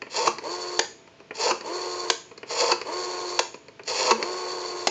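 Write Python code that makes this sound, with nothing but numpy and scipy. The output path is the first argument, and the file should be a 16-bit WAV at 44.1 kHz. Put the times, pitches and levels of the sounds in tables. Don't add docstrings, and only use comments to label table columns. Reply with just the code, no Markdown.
import sys
import numpy as np
from scipy import signal
from scipy.fft import rfft, irfft, next_fast_len
from scipy.io import wavfile
from scipy.ndimage import map_coordinates

SR = 44100
rng = np.random.default_rng(int(sys.argv[2]) if len(sys.argv) > 2 else 0)


def unload_audio(sound):
    columns = np.transpose(np.atleast_2d(sound))
    steps = np.round(np.clip(columns, -1, 1) * 32767)
    wavfile.write(sys.argv[1], SR, steps.astype(np.int16))


N = 216451
T = np.arange(N) / SR
HIT_T = np.arange(SR // 2) / SR

# frequency in Hz, relative level in dB per Hz.
AIR_COLOUR = [(25, -35), (70, -8.5), (115, -1), (200, -2.5), (400, 1), (700, -8), (1000, -8), (1500, -12),
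              (2500, -10.5), (3900, -16), (6800, -21), (8000, -39)]
# frequency in Hz, relative level in dB.
HUM_TONES = [(398.4, -74.5), (662.1, -62), (899.0, -68.5), (2482, -72)]
# frequency in Hz, time to fall by 60 dB in seconds.
ROOM_DECAY = [(150, 0.79), (500, 0.3), (2000, 0.36), (7000, .36)]
# frequency in Hz, relative level in dB, time to fall by 60 dB in seconds.
CASE_MODES = [(360.3, 3.5, 0.095), (462.4, 7, 0.083), (538, 0, .09), (916, -6, 0.17), (1085, -7.5, 0.086),
              (1616, -14.5, 0.24), (2214, -23, 0.26), (2600, -20.5, 0.12)]

# frequency in Hz, relative level in dB per Hz.
THUD_COLOUR = [(80, -28.5), (250, -9.5), (420, 4.5), (700, -10), (1000, -4), (1600, -22.5), (3000, -59)]
PLASTIC_COLOUR = [(600, -36.5), (1200, -5), (1900, 0), (2500, 3.5), (3200, -13.5), (5000, -42)]
TICK_COLOUR = [(2000, -27), (3500, -11.5), (4400, 10), (5500, -4.5), (7300, -5), (8300, -35.5)]
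KNOCK_COLOUR = [(59, -65.5), (100, -27), (354, -13), (661, -9.5), (1050, 4), (1650, -13.5), (2180, -14.5),
                (2610, -7.5), (3030, -17), (3770, -23), (4530, -17.5), (6780, -15.5), (7570, -38),
                (8000, -29.5), (10400, -61), (17600, -120)]
CLACK_COLOUR = [(60, -34.5), (150, -16.5), (270, -13), (400, -2.5), (600, -1), (950, -0.5), (1350, -8),
                (1700, -2.5), (2100, -6), (3200, -4.5), (3900, -8.5), (4500, 0.5), (5200, -7.5), (6900, -5),
                (7500, -14), (8300, -27)]
SPRING_COLOUR = [(4000, -36), (6100, -20.5), (6650, 5.5), (7100, 2), (7500, -23), (8300, -52.5)]
RATTLE_COLOUR = [(88, -55.5), (150, -24), (205, -27), (301, -15.5), (483, 3), (570, -5), (640, -0.5),
                 (720, -7.5), (828, -10), (906, 5), (980, -9.5), (1100, -0.5), (1200, -16.5), (1268, -4.5),
                 (1350, -15.5), (1550, -18.5), (2200, -25), (2860, -39.5), (4840, -120)]
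SCRAPE_COLOUR = [(1000, -38), (1700, -10), (2320, -8.5), (2690, -3.5), (3010, -17), (3320, -6),
                 (3810, -18.5), (4210, -1.5), (4510, 0), (5100, -7), (5600, -5.5), (6070, -11), (7140, -5),
                 (7500, -18), (9750, -39.5), (16500, -120)]
GEAR_COLOUR = [(100, -33), (260, -21.5), (350, -3), (460, 2.5), (620, -5), (780, -13.5), (900, 2.5),
               (1000, -2), (1110, -2), (1330, -19.5), (1460, -11.5), (1700, -13), (2400, -13),
               (3200, -18.5), (3900, -33)]
BRAKE_COLOUR = [(2800, -73), (3400, -9), (3850, -15), (4150, -3.5), (4500, 6.5), (4850, -12), (5400, -9),
                (6200, -9.5), (6900, -5.5), (7600, -15), (8300, -67.5)]

# start in seconds, level in dB, nail tick in relative dB.
GRIPS = [(0.0187, -19, -20), (1.3084, -19.5, -34.5), (2.4306, -22.5, -26), (3.7945, -25.5, -29)]
# thud in relative dB, plastic click in relative dB.
GRIP_MIX = (-14, -12)
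# start in seconds, level in dB, nail tick in relative dB.
BRUSHES = [(0.067, -30, -32), (1.075, -40, -13.5), (1.202, -36, -19), (2.313, -33.5, -22),
           (2.377, -34.5, -3), (3.542, -27, -14), (3.683, -34.5, -12), (3.834, -45.5, 1.5)]
# thud in relative dB, plastic click in relative dB.
BRUSH_MIX = (-8, -11.5)
# thud, plastic click and nail tick, all in relative dB.
RELEASE_MIX = (-14, -14.5, -13.5)
# start in seconds, level in dB, nail tick in relative dB, low thump in relative dB.
STOPS = [(0.272, -7, -11.5, -32.5), (1.507, -10, -17, -33.5), (2.716, -8, -4.5, -39),
         (4.108, -5, -8.5, -24)]
# start in seconds, attack length in seconds, end in seconds,
# gear rattle in relative dB, scrape in dB, growth in dB per second,
# moment of the hardest shove in seconds, shove in dB.
PULLS = [(0.113, 0.049, 0.272, -29, -29.5, 13.5, 0.183, 2),
         (1.354, .044, 1.505, -24, -26, 55.5, 1.452, 1.5), (2.48, 0.027, 2.714, -25, -28, 40, 2.602, 5.5),
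         (3.866, 0.013, 4.105, -25, -26, 48, 3.89, 5.5)]
# slipping-off click in seconds, its level in dB,
# wheel start in seconds, gears in relative dB, brake hiss in relative dB,
# arrival home in seconds, clack level in dB.
RETURNS = [(0.384, -19.5, 0.41, -35, -39, 0.79, -5), (1.609, -22.5, 1.627, -34, -38.5, 2.098, -4),
           (2.814, -17, 2.838, -34, -38, 3.389, -4), (4.2267, -10.5, 4.17, -35, -39.5, 4.869, -4)]
# multiple of the governor's speed, relative level in dB.
GEAR_TONES = [(4, 3.5), (5, -6.5), (6, -10.5), (7, -11), (8, 3), (10, -13.5), (12, 0), (14, -1.5),
              (16, -1.5)]

PULL_FADE_IN_S, PULL_FADE_OUT_S = .024, 0.0076
SHOVE_WIDTH_S = 0.0181
GEAR_LAG_S = .016
RATTLE_ATTACK_DB, SCRAPE_ATTACK_DB = 16, 10
SCRAPE_GROWTH = 0.64
TOOTH_HZ, TOOTH_RISE = 466.7, 1.3

GOVERNOR_HZ, SPIN_UP_S = 88.8, .03
SPEED_PER_S, GEAR_DB_PER_S, BRAKE_DB_PER_S = .062, 5.5, 2
CAM_GEAR_DB, CAM_BRAKE_DB = 0.6, 1.5
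CAM_GEAR_AT, CAM_BRAKE_AT = 0.57, 0.88
LURCH_DB = 1

CASE_UNDER_CLACK_DB = -23
TOP_HZ = 8900


def amp(db):
    return 10 ** (np.asarray(db) / 20)


def unit(x):
    return x / np.sqrt(np.mean(x ** 2) + 1e-20)


def along(points, hz):
    f, v = np.transpose(points)
    return np.interp(np.log(hz + 1), np.log(f + 1), v)


def wobble(rate):
    knots = rng.standard_normal(int(N * rate / SR) + 4)
    return map_coordinates(knots, [T * rate])


def coloured(x, points, size=4096):
    level_db = along(points, np.fft.rfftfreq(size, 1 / SR))
    cepstrum = irfft(np.log(amp(level_db)))
    cepstrum[1:size // 2] *= 2
    cepstrum[size // 2 + 1:] = 0
    response = irfft(np.exp(rfft(cepstrum)))
    return signal.fftconvolve(x, response / np.linalg.norm(response))[:len(x)]


def grains(rate, spread_db):
    happens = rng.random(N) < rate / SR
    sign = rng.choice([-1, 1], N)
    return unit(happens * sign * amp(spread_db * rng.standard_normal(N)))


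def add(track, s, sound):
    part = track[max(0, round(s * SR)):][:len(sound)]
    part += sound[:len(part)]


def chatter(colour, hold, t60):
    envelope = amp(-60 * np.maximum(HIT_T - hold, 0) / t60)
    return coloured(envelope * rng.choice([-1, 1], len(HIT_T)), colour)


def case_ring(vary_db=2):
    ring = np.zeros(len(HIT_T))
    for hz, db, t60 in CASE_MODES:
        level = amp(db + vary_db * rng.standard_normal() - 60 * HIT_T / t60)
        ring += level * np.sin(2 * np.pi * (hz * HIT_T + rng.random()))
    return ring * (1 - np.exp(-HIT_T / 0.0031))


def contact(thud_db, plastic_db, tick_db):
    thud = amp(thud_db) * chatter(THUD_COLOUR, hold=0.0022, t60=0.074)
    click = amp(plastic_db) * chatter(PLASTIC_COLOUR, hold=0.0014, t60=0.036)
    tick = amp(tick_db) * chatter(TICK_COLOUR, hold=0.0013, t60=0.025)
    return thud + click + tick


def quiet_air():
    return amp(-54.5) * coloured(rng.standard_normal(N), AIR_COLOUR)


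def instrument_hum():
    hum = np.zeros(N)
    for hz, db in HUM_TONES:
        hum += amp(db + 0.5) * np.sin(2 * np.pi * hz * T + 0.84 * wobble(16))
    return hum


def room(x, size=8192):
    out = np.zeros(N)
    build_up = np.clip(HIT_T / 0.0074, 0, 1)
    for start in range(0, N, size):
        hz, t, z = signal.stft(rng.standard_normal(len(HIT_T)), SR, nperseg=256)
        fade = amp(-60 * t / along(ROOM_DECAY, hz)[:, None])
        noise = signal.istft(z * fade, SR, nperseg=256)[1]
        tail = build_up * noise[:len(HIT_T)]
        add(out, start / SR, signal.fftconvolve(x[start:start + size], tail / np.linalg.norm(tail)))
    return out


def touches():
    out = np.zeros(N)
    for s, db, tick_db in GRIPS:
        add(out, s, amp(db) * contact(*GRIP_MIX, tick_db))
    for s, db, *_ in RETURNS:
        add(out, s, amp(db) * contact(*RELEASE_MIX))
    for s, db, tick_db in BRUSHES:
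        add(out, s, amp(db) * contact(*BRUSH_MIX, tick_db))
    return out


def finger_stop():
    out = np.zeros(N)
    for s, db, tick_db, thump_db in STOPS:
        add(out, s, amp(db + tick_db - 7.0) * chatter(TICK_COLOUR, hold=0.0053, t60=0.02))
        add(out, s, amp(db - 11.0) * chatter(KNOCK_COLOUR, hold=0.0029, t60=0.027))
        add(out, s + .004, amp(db - 7.5) * chatter(KNOCK_COLOUR, hold=0.0025, t60=0.042))
        add(out, s + 0.00396, amp(db - 17) * case_ring())
        swing = (1 - np.exp(-HIT_T / .012)) * amp(-60 * HIT_T / .24)
        thump = swing * np.sin(2 * np.pi * 224 * HIT_T)
        add(out, s + 0.0043, amp(db + thump_db + 0.5) * thump)
    return out


def clacks():
    out = np.zeros(N)
    for *_, s, db in RETURNS:
        add(out, s + .0021, amp(db - 9) * chatter(CLACK_COLOUR, hold=0.0042, t60=0.018))
        add(out, s + 0.00485, amp(db + CASE_UNDER_CLACK_DB) * case_ring())
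        add(out, s + 0.0028, amp(db - 35.0) * chatter(SPRING_COLOUR, hold=0.003, t60=0.48))
    return out


def pull_gain(level_db, attack_db, growth_db_per_s, start, attack, end, shove_s, shove_db):
    rise = np.clip((T - start) / attack, 0, 1) ** 2
    shove = shove_db * np.exp(-((T - shove_s) / SHOVE_WIDTH_S) ** 2)
    edges = [start - PULL_FADE_IN_S, start, end, end + PULL_FADE_OUT_S]
    gate = np.interp(T, edges, [0, 1, 1, 0]) ** 2
    still_to_grow = growth_db_per_s * np.clip(end - T, 0, 1)
    return gate * amp(level_db - attack_db * (1 - rise) - still_to_grow + shove)


def winding():
    rattle, scrape = np.zeros((2, N))
    for start, attack, end, rattle_db, scrape_db, growth, shove_s, shove_db in PULLS:
        rattle += pull_gain(rattle_db, RATTLE_ATTACK_DB, growth,
                            start, attack, end, shove_s + GEAR_LAG_S, shove_db)
        scrape += pull_gain(scrape_db, SCRAPE_ATTACK_DB, SCRAPE_GROWTH * growth,
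                            start, attack, end, shove_s, shove_db)
    tooth_hz = TOOTH_HZ * (1 + TOOTH_RISE * rattle + .025 * wobble(25) + 0.0632 * wobble(300))
    tooth = 2 * np.pi * np.cumsum(tooth_hz) / SR
    low_swell, high_swell = amp(3 * wobble(55)), amp(3 * wobble(55))
    growl = unit(low_swell * np.sin(tooth) + amp(-2.0) * high_swell * np.sin(2 * tooth))
    loose = amp(1.1 * wobble(60)) * coloured(grains(rate=900, spread_db=0.0), RATTLE_COLOUR)
    uneven = amp(1.6 * wobble(130) + .7 * wobble(35)) * (1 + .5 * np.cos(tooth))
    rasp = unit(coloured(grains(rate=4100, spread_db=2.0) * uneven, SCRAPE_COLOUR))
    return rattle * (amp(-5.5) * growl + amp(-2) * loose) + scrape * rasp


def running_back():
    speed, gear, brake, slack = np.zeros((4, N))
    for _, _, start, gear_db, brake_db, home, _ in RETURNS:
        spin_up = 1 - np.exp(-np.maximum(T - start, 0) / SPIN_UP_S)
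        bite = spin_up ** 3
        moving = (T > start) * np.clip((home + .014 - T) / 0.022, 0, 1)
        tension = np.clip(home - T, 0, 1)
        steps = tension * GOVERNOR_HZ / 8
        lurch = LURCH_DB * np.sin(np.pi * bite)
        gear_load = CAM_GEAR_DB * np.cos(2 * np.pi * (steps - CAM_GEAR_AT)) + lurch
        brake_load = CAM_BRAKE_DB * np.cos(2 * np.pi * (steps - CAM_BRAKE_AT))
        speed += (moving > 0) * spin_up * GOVERNOR_HZ * (1 + SPEED_PER_S * tension)
        gear += moving * spin_up ** 1.1 * amp(gear_db + GEAR_DB_PER_S * tension + gear_load)
        brake += moving * spin_up ** 2.2 * amp(brake_db + BRAKE_DB_PER_S * tension + brake_load)
        slack += moving * (1 - spin_up)
    turn = 2 * np.pi * np.cumsum(speed * (1 + .002 * wobble(30))) / SR
    tones = np.zeros(N)
    for order, db in GEAR_TONES:
        level = db + along(GEAR_COLOUR, order * speed) + 1.1 * wobble(25)
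        play = .17 * wobble(50) + .5 * slack * wobble(250)
        tones += amp(level) * np.sin(round(order) * turn + play + 2 * np.pi * rng.random())
    bunches = grains(rate=5000, spread_db=3.0) * (1 + 0.34 * np.cos(turn))
    teeth = amp(2 * slack) * unit(coloured(bunches, GEAR_COLOUR))
    rub = amp(1.5 * wobble(70) + .9 * wobble(28)) * (1 + 0.16 * np.cos(turn))
    hiss = unit(coloured(rub * grains(rate=4500, spread_db=2.0), BRAKE_COLOUR))
    whirr = gear * amp(-4.5) * teeth + brake * hiss
    return gear * amp(-3.5) * tones, whirr


def scene():
    tones, whirr = running_back()
    rubbing = winding() + whirr
    blows = clacks() + finger_stop() + touches()
    echo = room(amp(-7) * rubbing + amp(-9.0) * blows + amp(-24.5) * tones)
    return (tones + rubbing + blows + echo + quiet_air() + instrument_hum())[None]


def record(dry):
    size = next_fast_len(N + SR // 2)
    hz = np.fft.rfftfreq(size, 1 / SR)
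    notch = amp(-35 * np.exp(-((hz - 8020) / 210) ** 2))
    band_limit = 1 / np.sqrt(1 + (hz / TOP_HZ) ** 160)
    return irfft(rfft(dry, size) * notch * band_limit, size)[:, :N]


dry = scene()
out = record(dry)
unload_audio(out)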